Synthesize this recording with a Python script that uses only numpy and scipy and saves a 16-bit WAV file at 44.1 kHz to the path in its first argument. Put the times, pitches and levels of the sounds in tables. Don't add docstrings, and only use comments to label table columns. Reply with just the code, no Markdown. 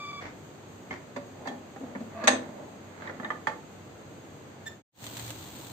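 import sys
import numpy as np
from scipy import signal
from scipy.fft import rfft, irfft
from scipy.io import wavfile

SR = 44100
rng = np.random.default_rng(int(sys.argv[2]) if len(sys.argv) > 2 else 0)


def store_pcm(level_fs):
    pcm = np.round(np.clip(level_fs, -1, 1) * 32767).astype(np.int16)
    wavfile.write(sys.argv[1], SR, np.atleast_2d(pcm).T)


N = 252296
TIME = np.arange(N) / SR
RING = np.arange(SR // 2) / SR

# frequency in Hz, level in dB, t60 in seconds.
DISH_MODES = [(792, -1.5, 0.19), (1040, -2.5, 0.2), (1145, 2.5, 0.1), (1735, -1, 0.2), (1787, 9, 0.053),
              (2220, -9, 0.19), (2617, -4.5, 0.1), (3540, -5.5, 0.096), (4100, -8.5, 0.085),
              (4700, -8.5, 0.12), (6300, -9.5, 0.15)]
OVEN_MODES = [(219, -8, 0.31), (253.6, 0.5, 0.23), (333, -13.5, 0.42), (487, -6, 0.24), (568, 2.5, 0.13),
              (621.5, 5, 0.14)]
# frequency in Hz, relative density in dB.
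SOFT_BLOW_SPECTRUM = [(80, -19.5), (240, 1), (650, 2), (1300, -1.5), (2050, -4), (2900, -19), (4500, -17.5),
                      (5500, -27.5), (6600, -19), (8300, -29), (15000, -42.5)]
SIZZLE_SPECTRUM = [(700, 4), (2700, 2), (3200, 5), (4200, 5), (5000, -3), (5950, -3), (6250, 3.5),
                   (8400, 3.5), (12000, -4.5), (15500, 0)]
# start in seconds, level in dB.
CLINK_HITS = [(2.2734, -19), (2.2778, -14), (2.284, -23), (2.292, -28), (2.3032, -33.5)]


def amp(db):
    return 10 ** (np.asarray(db) / 20)


def ramp(x):
    return np.clip(x, 0, 1)


def unit_rms(x):
    return x / np.sqrt(np.mean(x ** 2) + 1e-20)


def unit_attack(x):
    return x / np.sqrt(np.mean(x[:, :round(0.03 * SR)] ** 2) + 1e-20)


def curve_at(points, hz):
    point_hz, values = np.transpose(points)
    return np.interp(np.log(hz + 1), np.log(point_hz + 1), values)


def add(mix, start_s, sound):
    part = mix[:, round(start_s * SR):][:, :sound.shape[1]]
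    part += sound[:, :part.shape[1]]


def panned(x, left_db):
    return x * amp([[left_db / 2], [-left_db / 2]])


def band(x, lo_hz, hi_hz):
    sos = signal.butter(3, [lo_hz, min(hi_hz, SR / 2 - 1)], "band", fs=SR, output="sos")
    return signal.sosfilt(sos, x)


def band_noise(lo_hz, hi_hz, shape=N):
    return unit_rms(band(rng.standard_normal(shape), lo_hz, hi_hz))


def coloured(x, spectrum):
    # frequency in Hz, left-right correlation.
    port_likeness = [(250, 0.9), (500, 0.6), (1000, 0.13), (2000, 0)]
    hz = np.fft.rfftfreq(x.shape[1], 1 / SR)
    correlation = curve_at(port_likeness, hz)
    mid, side = rfft(x) * np.sqrt([1 + correlation, 1 - correlation])
    left_right = np.array([mid + side, mid - side]) * amp(curve_at(spectrum, hz))
    return unit_rms(irfft(left_right, x.shape[1]))


def noise(spectrum, size=N):
    return coloured(rng.standard_normal((2, size)), spectrum)


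def grains(spectrum, per_s, spread_db):
    sizes = amp(spread_db * np.minimum(rng.exponential(1, N), 4))
    fires = rng.random(N) < per_s / SR
    return coloured(sizes * fires * rng.standard_normal((2, N)), spectrum)


def ringing(modes, apart_hz=1300, place_db=2.2):
    out = np.zeros((2, len(RING)))
    for hz, db, t60 in modes:
        port_phase = np.array([[1], [-1]]) * min(hz / apart_hz, 1) * np.pi / 4
        phase = 2 * np.pi * rng.random() + rng.choice([-1, 1]) * port_phase
        decay = amp(db + place_db * rng.standard_normal() - 60 * RING / t60)
        out += ramp(RING * hz) * decay * np.sin(2 * np.pi * hz * RING + phase)
    return unit_attack(out)


def eased_in(blow, rise_s):
    return blow * (1 - np.exp(-RING / rise_s))


def clatter(spectrum, t60, contact_s=0.00036):
    onset = 1 - np.exp(-(RING / contact_s) ** 2)
    return unit_attack(noise(spectrum, len(RING)) * amp(-60 * RING / t60) * onset)


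def contact(blow, thud_db, ring_db, tick_db):
    parts = [(thud_db, 130, 700, 0), (ring_db, 700, 2800, -4), (tick_db, 2800, 15000, 2)]
    return sum(amp(db) * unit_attack(panned(band(blow, lo_hz, hi_hz), left_db))
               for db, lo_hz, hi_hz, left_db in parts)


def kitchen(tone_db=-44.5, hum_hz=98, hum_db=-55, hiss_db=-60):
    # frequency in Hz, relative density in dB.
    tone_spectrum = [(25, -43.5), (64, -15), (85, -10), (132, -3), (401, -6.5), (1270, -17), (4550, -29),
                     (5370, -37.5), (6640, -31.5), (8400, -36.5), (10900, -61), (18500, -120)]
    hiss_spectrum = [(5800, -13.5), (6550, 5), (7100, -7), (7700, -2), (8600, -10.5), (15500, -14)]
    hum = amp(hum_db) * band_noise(hum_hz - 5, hum_hz + 5)
    waver_db = 0.7 * band_noise(0.6, 5)
    return amp(tone_db) * noise(tone_spectrum) + hum + amp(hiss_db + waver_db) * noise(hiss_spectrum)


def stick_slip(strokes, harmonics_db, edge_s, waver, waver_hz, hiss_db, sag=0, arch=0):
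    out = np.zeros((2, N))
    port_cycles = np.array([[0], [0.1]])
    wobble, *flutter_db = band_noise(waver_hz / 4, waver_hz, (len(harmonics_db) + 1, N))
    hiss = amp(hiss_db) * noise(SIZZLE_SPECTRUM)
    for start_s, length_s, hz, db in strokes:
        along = ramp((TIME - start_s) / length_s)
        pitch_hz = hz * (1 - sag * along + arch * np.sin(np.pi * along) + waver * wobble)
        phase = 2 * np.pi * (np.cumsum(pitch_hz) / SR + port_cycles)
        tone = sum(amp(harmonic_db + flutter_db[k - 1]) * np.sin(k * phase)
                   for k, harmonic_db in enumerate(harmonics_db, 1))
        gate = ramp(np.minimum(along, 1 - along) * length_s / edge_s)
        out += amp(db) * gate * (unit_rms(tone) + hiss)
    return out


def long_squeak():
    # start in seconds, length in seconds, pitch in Hz, level in dB.
    strokes = [(0, 0.12, 1173, -38), (.129, 0.075, 1160, -39)]
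    harmonics_db = [1, 0, -6.5, -12, -20, -20]
    return stick_slip(strokes, harmonics_db, edge_s=0.0017, waver=0.007, waver_hz=35,
                      hiss_db=-31, sag=0.0157)


def scrapes(attack_s=0.014, release_s=0.088):
    # start in seconds, seconds until the release, level in dB.
    rubs = [(0.203, 0.067, -38), (0.902, 0.029, -37), (3.041, 0.038, -44)]
    # frequency in Hz, relative density in dB.
    rub_spectrum = [(150, 0), (280, 5), (1500, -1), (2150, 4.5), (2700, -12), (6600, -19), (9000, -39)]
    level = sum(amp(db) * ramp((TIME - s) / attack_s) * ramp(1 - (TIME - s - held_s) / release_s) ** 2
                for s, held_s, db in rubs)
    return level * panned(grains(rub_spectrum, per_s=2500, spread_db=1), left_db=-0.5)


def oven_boom(rise_s):
    return unit_attack(eased_in(ringing(OVEN_MODES), rise_s))


def taps(notes_db=1, clatter_db=-3, boom_db=-14, note_cycles=114, longest_s=0.075):
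    # start in seconds, thud, ring and tick in dB, main and second note in Hz.
    hits = [(0.9082, -42, -35, -45.5, 1780, 2120), (3.02, -47, -41, -55, 2050, 1590),
            (3.074, -46, -37.5, -64, 1884, 3750), (3.096, -41, -37.5, -60, 1960, 1416),
            (3.198, -37, -38, -55, 1730, 1284), (3.231, -43, -40.5, -63, 1420, 1950),
            (3.2464, -45, -32, -56, 1827, 3700), (3.303, -40.5, -27, -47.5, 1983, 1216),
            (3.4702, -35.5, -22.5, -38, 875, 1788)]
    # frequency in Hz, level in dB, t60 in seconds.
    turntable_modes = [(878, -6.5, 0.19), (1170, 9, 0.034), (1766, 8, 0.062), (1990, 2, 0.058),
                       (3120, -9.5, 0.11), (3344, -12.5, 0.099)]
    out = np.zeros((2, N))
    for start_s, thud_db, ring_db, tick_db, *notes_hz in hits:
        notes = ringing([(hz, 0, min(note_cycles / hz, longest_s)) for hz in notes_hz])
        glass = ringing(turntable_modes) + amp(notes_db) * notes
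        crack = amp(clatter_db) * clatter(SOFT_BLOW_SPECTRUM, t60=0.12)
        blow = glass + crack + amp(boom_db) * oven_boom(rise_s=0.086)
        add(out, start_s, contact(blow, thud_db, ring_db, tick_db))
    return out


def knocks(glass_db=-8, note_db=-3, thump_db=-5, thump_hz=260, towel_db_per_s=498.5):
    # start in seconds, thud, ring and tick in dB, rise in seconds, note in Hz.
    hits = [(1.161, -33.5, -36, -48.5, 0.004, 571), (1.452, -45, -37.5, -57, 0.014, 792),
            (1.471, -41.5, -34, -42.5, 0.0028, 1803), (1.484, -61, -49, -47, 0.00081, 3310),
            (1.512, -37, -56, -59, 0.0032, 835), (1.759, -42.5, -44.5, -68, 0.003, 792),
            (1.805, -37.5, -54, -71, 0.0022, 266), (1.828, -38, -58.5, -74, .008, 245.7),
            (1.949, -32.5, -39, -68.5, 0.0035, 207), (2.004, -36.5, -50, -58.5, 0.0019, 238),
            (2.024, -38.5, -56, -68, 0.0023, 223), (2.236, -32.5, -31.5, -40, 0.006, 1670),
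            (2.329, -31.5, -46, -56, 0.0046, 251)]
    note_cycles, longest_s = 180, 0.16
    out = np.zeros((2, N))
    for start_s, thud_db, ring_db, tick_db, rise_s, note_hz in hits:
        glass = unit_attack(ringing(DISH_MODES) * amp(-towel_db_per_s * RING))
        floor_hz = thump_hz * amp(0.5 * rng.standard_normal())
        thump = unit_attack(eased_in(ringing([(floor_hz, 0, 0.11)]), rise_s=0.008))
        note = ringing([(note_hz, 0, min(note_cycles / note_hz, longest_s))])
        crack = clatter(SOFT_BLOW_SPECTRUM, t60=0.083)
        blow = crack + amp(glass_db) * glass + amp(note_db) * note + amp(thump_db) * thump
        add(out, start_s, contact(eased_in(blow, rise_s), thud_db, ring_db, tick_db))
    return out


def drag(cavity_db=-4, depth_db=22.5):
    # peak time, build-up and easing in seconds (each spans depth_db), rumble and grit in dB.
    shoves = [(1.5, 0.27, 0.19, -39.5, -53), (1.835, 0.03, 0.52, -43, -55), (2.265, 0.18, 0.29, -34, -36.5),
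              (2.6, 0.28, 0.3, -40.5, -56.5), (3.07, 0.34, 0.18, -44.5, -44), (3.26, 0.4, 0.42, -46, -52)]
    power = np.zeros((2, N))
    for peak_s, build_s, ease_s, rumble_db, grit_db in shoves:
        from_peak = np.maximum((peak_s - TIME) / build_s, (TIME - peak_s) / ease_s)
        power += amp(np.array([[rumble_db], [grit_db]]) - depth_db * from_peak) ** 2
    rumble_gain, grit_gain = np.sqrt(power)
    slips = grains(SOFT_BLOW_SPECTRUM, per_s=1300, spread_db=0.5)
    cavity = unit_rms(signal.fftconvolve(slips, ringing(OVEN_MODES)[:1], axes=1)[:, :N])
    rumble = unit_rms(unit_rms(band(slips, 190, 900)) + amp(cavity_db) * cavity)
    grit = panned(unit_rms(band(slips, 860, 4600)), left_db=-5)
    return rumble_gain * rumble + grit_gain * grit


def singing_glass(peak_db=-34, swell_db_per_s=68, lead_s=0.15, edge_s=0.05):
    # final pitch in Hz, glide in Hz per second, half width in Hz, level in dB.
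    voices = [(625, -450, 30, -0.5), (1160, 250, 50, -4.5), (2530, -200, 68, -17.5)]
    to_clink_s = CLINK_HITS[0][0] - TIME
    gate = ramp((lead_s - to_clink_s) / edge_s) * ramp(1 + to_clink_s / edge_s)
    tones = np.zeros(N)
    for final_hz, glide, half_width_hz, db in voices:
        phase = 2 * np.pi * np.cumsum(final_hz - glide * np.clip(to_clink_s, 0, lead_s)) / SR
        slips = band_noise(0.84, half_width_hz, (2, N))
        tones += amp(db) * (slips[0] * np.cos(phase) + slips[1] * np.sin(phase))
    return gate * amp(peak_db - swell_db_per_s * np.maximum(to_clink_s, 0)) * unit_rms(tones)


def clink(glass_db=-18.5, boom_db=-24.5, lowest_hz=160):
    # frequency in Hz, relative density in dB.
    hard_blow_spectrum = [(250, -24), (550, 6.5), (850, -1), (1450, -1.5), (1830, 13), (2150, -2.5),
                          (2600, 4.5), (3050, -10.5), (3500, 2), (5000, -10.5), (5850, -13), (6250, 0.5),
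                          (7200, -10.5), (8350, -3), (9000, -28), (15500, -37.5)]
    out = np.zeros((2, N))
    for start_s, db in CLINK_HITS:
        add(out, start_s, amp(db) * clatter(hard_blow_spectrum, t60=0.048))
    glass = unit_attack(eased_in(ringing(DISH_MODES), rise_s=0.0032))
    add(out, CLINK_HITS[0][0], amp(glass_db) * glass)
    add(out, CLINK_HITS[1][0], amp(boom_db) * oven_boom(rise_s=0.026))
    return band(out, lowest_hz, SR / 2)


def short_squeak():
    # start in seconds, length in seconds, pitch in Hz, level in dB.
    strokes = [(4.658, 0.034, 1737, -34)]
    harmonics_db = [3, -3, -13, -3]
    squeak = stick_slip(strokes, harmonics_db, edge_s=0.011, waver=0.018, waver_hz=302,
                        hiss_db=-12, arch=0.03)
    return panned(squeak, left_db=-2)


def burner(roar_db=-44, drone_hz=117, drone_db=-55, sizzle_db=-43):
    # frequency in Hz, relative density in dB.
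    flame_spectrum = [(30, -62), (73, -9), (107, -3.5), (148, -8), (321, -6), (404, -13.5), (926, -14),
                      (3900, -51), (6600, -120)]
    flare_s, rise_s, fall_s = 5.28, 0.19, 0.045
    drone_lift_db, sizzle_lift_db = 13.64, 4.18
    flare = np.exp(-((TIME - flare_s) / np.where(TIME < flare_s, rise_s, fall_s)) ** 2)
    roar = amp(roar_db) * noise(flame_spectrum)
    drone = amp(drone_db + drone_lift_db * flare) * unit_rms(np.sin(2 * np.pi * drone_hz * TIME))
    clusters_db = 0.57 * band_noise(7.9, 90)
    sizzle = grains(SIZZLE_SPECTRUM, per_s=6000, spread_db=0)
    return roar + drone + amp(sizzle_db + sizzle_lift_db * flare + clusters_db) * sizzle


def spitting_fat(pop_db=1, fizz_db=-7):
    # start in seconds, level in dB.
    spits = [(5.0405, -43.5), (5.0657, -41), (5.1686, -39.5), (5.1944, -41.5), (5.2779, -46),
             (5.304, -40.5)]
    out = np.zeros((2, N))
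    for start_s, db in spits:
        pop = amp(pop_db) * clatter(SIZZLE_SPECTRUM, t60=0.041)
        fizz = amp(fizz_db) * clatter(SIZZLE_SPECTRUM, t60=0.22)
        add(out, start_s, amp(db) * band(pop + fizz, 520, 13000))
    return out


def room(x, onset_s=0.021):
    # frequency in Hz, t60 in seconds.
    decay_times = [(100, 0.6), (2000, 0.26), (15000, 0.26)]
    white = noise([(20, 0), (20000, 0)], len(RING))
    hz, seconds, frames = signal.stft(white, SR, nperseg=256)
    frames *= amp(-60 * seconds / curve_at(decay_times, hz)[:, None])
    tail = signal.istft(frames, SR, nperseg=256)[1][:, :len(RING)]
    tail *= 1 - np.exp(-(RING / onset_s) ** 2)
    return signal.fftconvolve(x, tail / np.linalg.norm(tail[0]), axes=1)[:, :N]


def scene(dish_send_db=-11, squeak_send_db=-8):
    oven_end_s, fade_out_s = 4.821, 0.13
    burner_start_s, fade_in_s = 4.91, 0.12
    dish = knocks() + taps() + clink() + drag() + singing_glass() + scrapes()
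    squeaks = long_squeak() + short_squeak()
    reverb = room(amp(dish_send_db) * dish + amp(squeak_send_db) * squeaks)
    at_oven = dish + squeaks + reverb + kitchen()
    at_burner = burner() + spitting_fat()
    fade_out = np.sqrt(ramp((oven_end_s - TIME) / fade_out_s))
    fade_in = ramp((TIME - burner_start_s) / fade_in_s) ** 2.46
    return at_oven * fade_out + at_burner * fade_in


def record(dry):
    # frequency in Hz, gain in dB.
    response = [(8450, -3), (8750, -15), (10700, -16.5), (11250, -58), (11600, -2.5)]
    ceiling, low_cut_hz, top_hz = 1.1, 40, 15550
    saturated = ceiling * np.tanh(dry / ceiling)
    thinned = signal.sosfilt(signal.butter(2, low_cut_hz, "high", fs=SR, output="sos"), saturated)
    hz = np.linspace(0, SR / 2, 1025)
    notch = signal.firwin2(1023, hz, amp(curve_at(response, hz)), fs=SR)
    band_limit = signal.firwin(511, top_hz, window=("kaiser", 9), fs=SR)
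    return signal.oaconvolve(thinned, np.convolve(notch, band_limit)[None], "same", axes=1)


dry = scene()
out = record(dry)
store_pcm(out)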